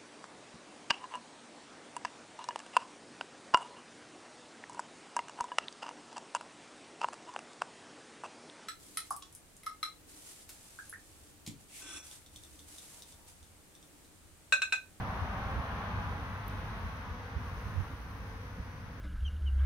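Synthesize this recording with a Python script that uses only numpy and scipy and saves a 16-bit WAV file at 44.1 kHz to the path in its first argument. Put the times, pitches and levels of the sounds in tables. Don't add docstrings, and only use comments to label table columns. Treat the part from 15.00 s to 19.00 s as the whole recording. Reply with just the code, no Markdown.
import sys
import numpy as np
from scipy.fft import rfft, irfft
from scipy.io import wavfile
from scipy.ndimage import uniform_filter1d, map_coordinates

SR = 44100
rng = np.random.default_rng(int(sys.argv[2]) if len(sys.argv) > 2 else 0)


def generate_wav(sig):
    pcm = np.round(np.clip(np.atleast_2d(sig).T, -1, 1) * 32767).astype(np.int16)
    wavfile.write(sys.argv[1], SR, pcm)


N = 176400
T, FREQS = np.arange(N) / SR, np.arange(N // 2 + 1) * SR / N


def undb(db):
    return 10 ** (np.asarray(db) / 20)


def unit(x):
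    return x / np.sqrt(np.mean(x ** 2))


def fader(rows):
    return undb(np.interp(T, *np.array(rows).T))


def colour(x, rows):
    hz, db = np.array(rows).T
    return irfft(rfft(x) * undb(np.interp(np.log(FREQS + 1), np.log(hz), db)), N)


def walk(rate, t):
    knots = rng.standard_normal(512)
    return map_coordinates(knots, [t * rate + 10 * rng.random()], order=3, mode="mirror")


def wingbeat(strengths, size=2048):
    return irfft(np.r_[0, strengths * np.exp(2j * np.pi * rng.random(len(strengths)))], size)


def bees(count, wing_hz=220, spread=.125, swerve=.055):
    flutter, flyby_db = .009, 4
    mic_lag_s, off_centre_s = .00027, .00003
    out, t = np.zeros((2, N)), np.linspace(0, N / SR, 800)
    for rank in (np.arange(count) + .5) / count:
        stroke = wingbeat(.5 + rng.random(32))
        detune = spread * np.log(rank / (1 - rank)) * np.sqrt(3) / np.pi
        hz = wing_hz * np.exp(detune + swerve * walk(4.5, t) + flutter * walk(35, t))
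        nearness = np.interp(T, t, undb(flyby_db * walk(3.079, t)))
        lag_s = off_centre_s + mic_lag_s * np.tanh(walk(0.826, t))
        left_cycles = np.cumsum(np.interp(T, t, hz)) / SR
        right_cycles = left_cycles + np.interp(T, t, hz * lag_s)
        for mic, cycles in enumerate((left_cycles, right_cycles)):
            out[mic] += nearness * stroke[(cycles * len(stroke)).astype(int) % len(stroke)]
    return out


def swarm():
    # (frequency [Hz], gain [dB])
    low_colour = [(130, -22), (180, 5.5), (240, -6.5), (350, -11), (440, -8), (540, -2), (670, 4), (820, 4),
                  (1080, 3), (1300, -1.5), (1600, -5), (2000, -7.5), (2800, -25), (5000, -34.5),
                  (9000, -42)]
    # (time [s], level [dB])
    low_level = [(0, -44), (.25, -44.5), (.5, -44.5), (.75, -47.5), (1.05, -48.5), (1.5, -55.5), (2.2, -60),
                 (4, -70)]
    # (frequency [Hz], gain [dB])
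    high_colour = [(130, 5), (180, 1), (240, -4), (350, -10), (440, -8.5), (560, -4), (680, -5.5),
                   (820, -1), (1080, 1), (1300, -1.5), (1600, -2), (2000, -8), (2800, -14.5), (3800, -20.5),
                   (5000, -30.5), (6500, -30.5), (9000, -38)]
    # (time [s], level [dB])
    high_level = [(0.0, -46), (0.43, -45), (0.62, -45), (0.86, -43), (1.37, -47.5), (1.8, -47), (2.41, -51),
                  (2.85, -50.5), (2.97, -53.5), (3.26, -54.5), (4.0, -56)]
    low = unit(colour(bees(count=40), low_colour)) * fader(low_level)
    high = unit(colour(bees(count=72), high_colour)) * fader(high_level)
    return low + high


def box_hum():
    # (frequency [Hz], gain [dB])
    hum_colour = [(150, -20), (250, -1), (500, -0.5), (750, -10), (1000, -5.5), (1500, -4), (2000, -7),
                  (3000, -23.5), (6000, -23.5)]
    # (time [s], level [dB])
    hum_level = [(0, -57), (1.4, -59.5), (2.2, -54.5), (4, -56)]
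    wings = bees(count=28, wing_hz=248, spread=.065, swerve=.04)
    return unit(colour(wings, hum_colour)) * fader(hum_level)


def rumble():
    # (frequency [Hz], gain [dB])
    rumble_colour = [(20, -24), (32, -15), (48, -0.5), (62, 1.5), (80, -3), (100, 4), (118, -7.5),
                     (142, -11.5), (180, -9), (215, -23), (260, -18), (330, -23.5), (600, -34), (1500, -53),
                     (4000, -93)]
    # (time [s], relative level [dB])
    rumble_level = [(0.0, -44), (0.15, -45), (0.4, -44.5), (0.58, -42), (0.66, -50), (0.74, -43),
                    (0.82, -49.5), (0.95, -43), (1.25, -46), (1.44, -48), (1.5, -44.5), (1.77, -47),
                    (2.0, -49), (2.3, -50.5), (2.42, -46), (2.7, -46.5), (2.87, -50.5), (3.2, -48.5),
                    (3.5, -49.5), (4.0, -51)]
    gain_db, side_db = 3, -15.5
    mid, side = colour(rng.standard_normal((2, N)), rumble_colour)
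    mid = mid / np.sqrt(uniform_filter1d(mid ** 2, size=3000))
    stereo = mid + undb(side_db) * unit(side) * np.array([[1], [-1]])
    return stereo * fader(rumble_level) * undb(gain_db)


def leaf_hiss():
    # (frequency [Hz], gain [dB])
    hiss_colour = [(300, 11), (1200, 3.5), (2500, 7.5), (4000, -3), (6000, -3), (9000, -2), (12000, -5),
                   (16000, -12.5)]
    # (time [s], relative level [dB])
    hiss_level = [(0, -70.5), (1.1, -71.5), (1.42, -72), (1.51, -69.5), (1.72, -72.5), (1.87, -71.5),
                  (2.35, -74.5), (2.52, -70), (2.82, -70.5), (3.2, -72), (4, -75.5)]
    gain_db, flicker_db = 9.5, 0.5
    air = unit(colour(rng.standard_normal((2, N)), hiss_colour))
    return air * fader(hiss_level) * undb(gain_db + flicker_db * walk(24.83, T))


def low_swells():
    # (time [s], half length [s], left level [dB], right level [dB])
    swells = [(0.018, 0.017, -44, -36.5), (0.225, 0.029, -34, -40), (0.58, 0.022, -48, -34),
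              (0.98, 0.03, -38.5, -38), (1.103, 0.017, -40, -41), (1.337, 0.013, -38.5, -38),
              (1.857, 0.022, -35, -36.5), (2.124, 0.016, -38.5, -39.5), (2.371, 0.013, -42, -30.5),
              (2.674, 0.02, -58, -38), (2.788, 0.035, -46, -28), (2.937, 0.0092, -46, -37),
              (3.604, 0.013, -39.5, -38)]
    # (frequency [Hz], gain [dB])
    rough_colour = [(20, -7), (40, 8), (75, -1), (150, -1.5), (250, -19.5), (500, -22), (1500, -49),
                    (4000, -85)]
    swell_hz, wander_share, rough_db = 80, 0.195, -10
    hz = swell_hz * np.exp(wander_share * walk(70, T))
    sway = np.sqrt(2) * np.sin(2 * np.pi * np.cumsum(hz) / SR)
    rough = undb(rough_db) * unit(colour(rng.standard_normal((2, N)), rough_colour))
    envelope = sum(undb([[left], [right]]) * np.exp(-((T - at) / half) ** 2)
                   for at, half, left, right in swells)
    return (sway + rough) * envelope


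def close_bees():
    # (time [s], half length [s], wingbeat [Hz], glide [Hz/s], level [dB])
    passes = [(0.412, 0.1, 214.1, 60, -50), (0.82, 0.09, 228, 329.5, -50.5), (1.052, .07, 198.9, -41, -53),
              (1.34, .05, 206, 0, -53.5), (2.078, 0.1, 244.3, 60.5, -54), (2.461, .07, 235.9, -560, -55),
              (2.693, .08, 210.7, -70, -54.5), (3.159, .07, 201.2, -330, -60)]
    # (frequency [Hz], gain [dB])
    bee_colour = [(220, -1), (440, -12), (660, -9.5), (860, -6.5), (1060, 9), (1230, 1.5), (1450, -2.5),
                  (2000, -12), (3000, -22.5), (6000, -38), (9000, -44)]
    flutter_share = .015
    out = np.zeros(N)
    for at, half, wing_hz, glide, db in passes:
        hz = wing_hz + glide * half * np.tanh((T - at) / half)
        cycles = np.cumsum(hz * (1 + flutter_share * walk(45, T))) / SR
        stroke = wingbeat(np.ones(32))
        wings = stroke[(cycles * len(stroke)).astype(int) % len(stroke)]
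        swell = undb(db) * np.exp(-((T - at) / half) ** 2)
        out += unit(colour(wings, bee_colour)) * swell
    return out


def tick():
    # (time [s], relative level [dB])
    contacts = [(1.4812, -33.5), (1.4829, -45)]
    mode_hz, decay_s, pan_db = 12500, 0.00019, [[-2], [2]]
    ring = np.zeros(N)
    for at, db in contacts:
        decay = (T >= at) * np.exp(-np.abs(T - at) / decay_s)
        ring += undb(db) * decay * np.sin(2 * np.pi * mode_hz * (T - at))
    return ring * undb(pan_db)


def scene():
    return swarm() + close_bees() + box_hum() + rumble() + low_swells() + leaf_hiss() + tick()


def record(dry):
    # (frequency [Hz], gain [dB])
    left_mic = [(400, 2), (700, 1.65), (2000, 2), (3600, 4.5), (5000, 6.5), (6100, 8), (6900, -2.5),
                (8200, -1), (10000, -2.5), (11000, 0), (12800, -1), (14000, -4), (16000, -3)]
    # (frequency [Hz], gain [dB])
    right_mic = [(400, 2), (700, 0.2), (2000, 1.5), (3600, 2.5), (4500, 2), (5600, -6), (6800, -7),
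                 (8300, -6), (9300, 1.5), (12300, 4), (14000, 5.5), (16000, 12)]
    # (frequency [Hz], level [dB])
    whine_tones = [(4995, -81.5), (10947, -83)]
    notch_hz, notch_half_width_hz, notch_db, top_hz = 7480, 445, -16, 15750
    whine = sum(np.sqrt(2) * undb(db) * np.sin(2 * np.pi * hz * T) for hz, db in whine_tones)
    heard = np.array([colour(dry[0], left_mic) + whine, colour(dry[1], right_mic)])
    notch = undb(notch_db * np.exp(-((FREQS - notch_hz) / notch_half_width_hz) ** 4))
    return irfft(rfft(heard) * notch * (FREQS < top_hz), N)


dry = scene()
out = record(dry)
generate_wav(out)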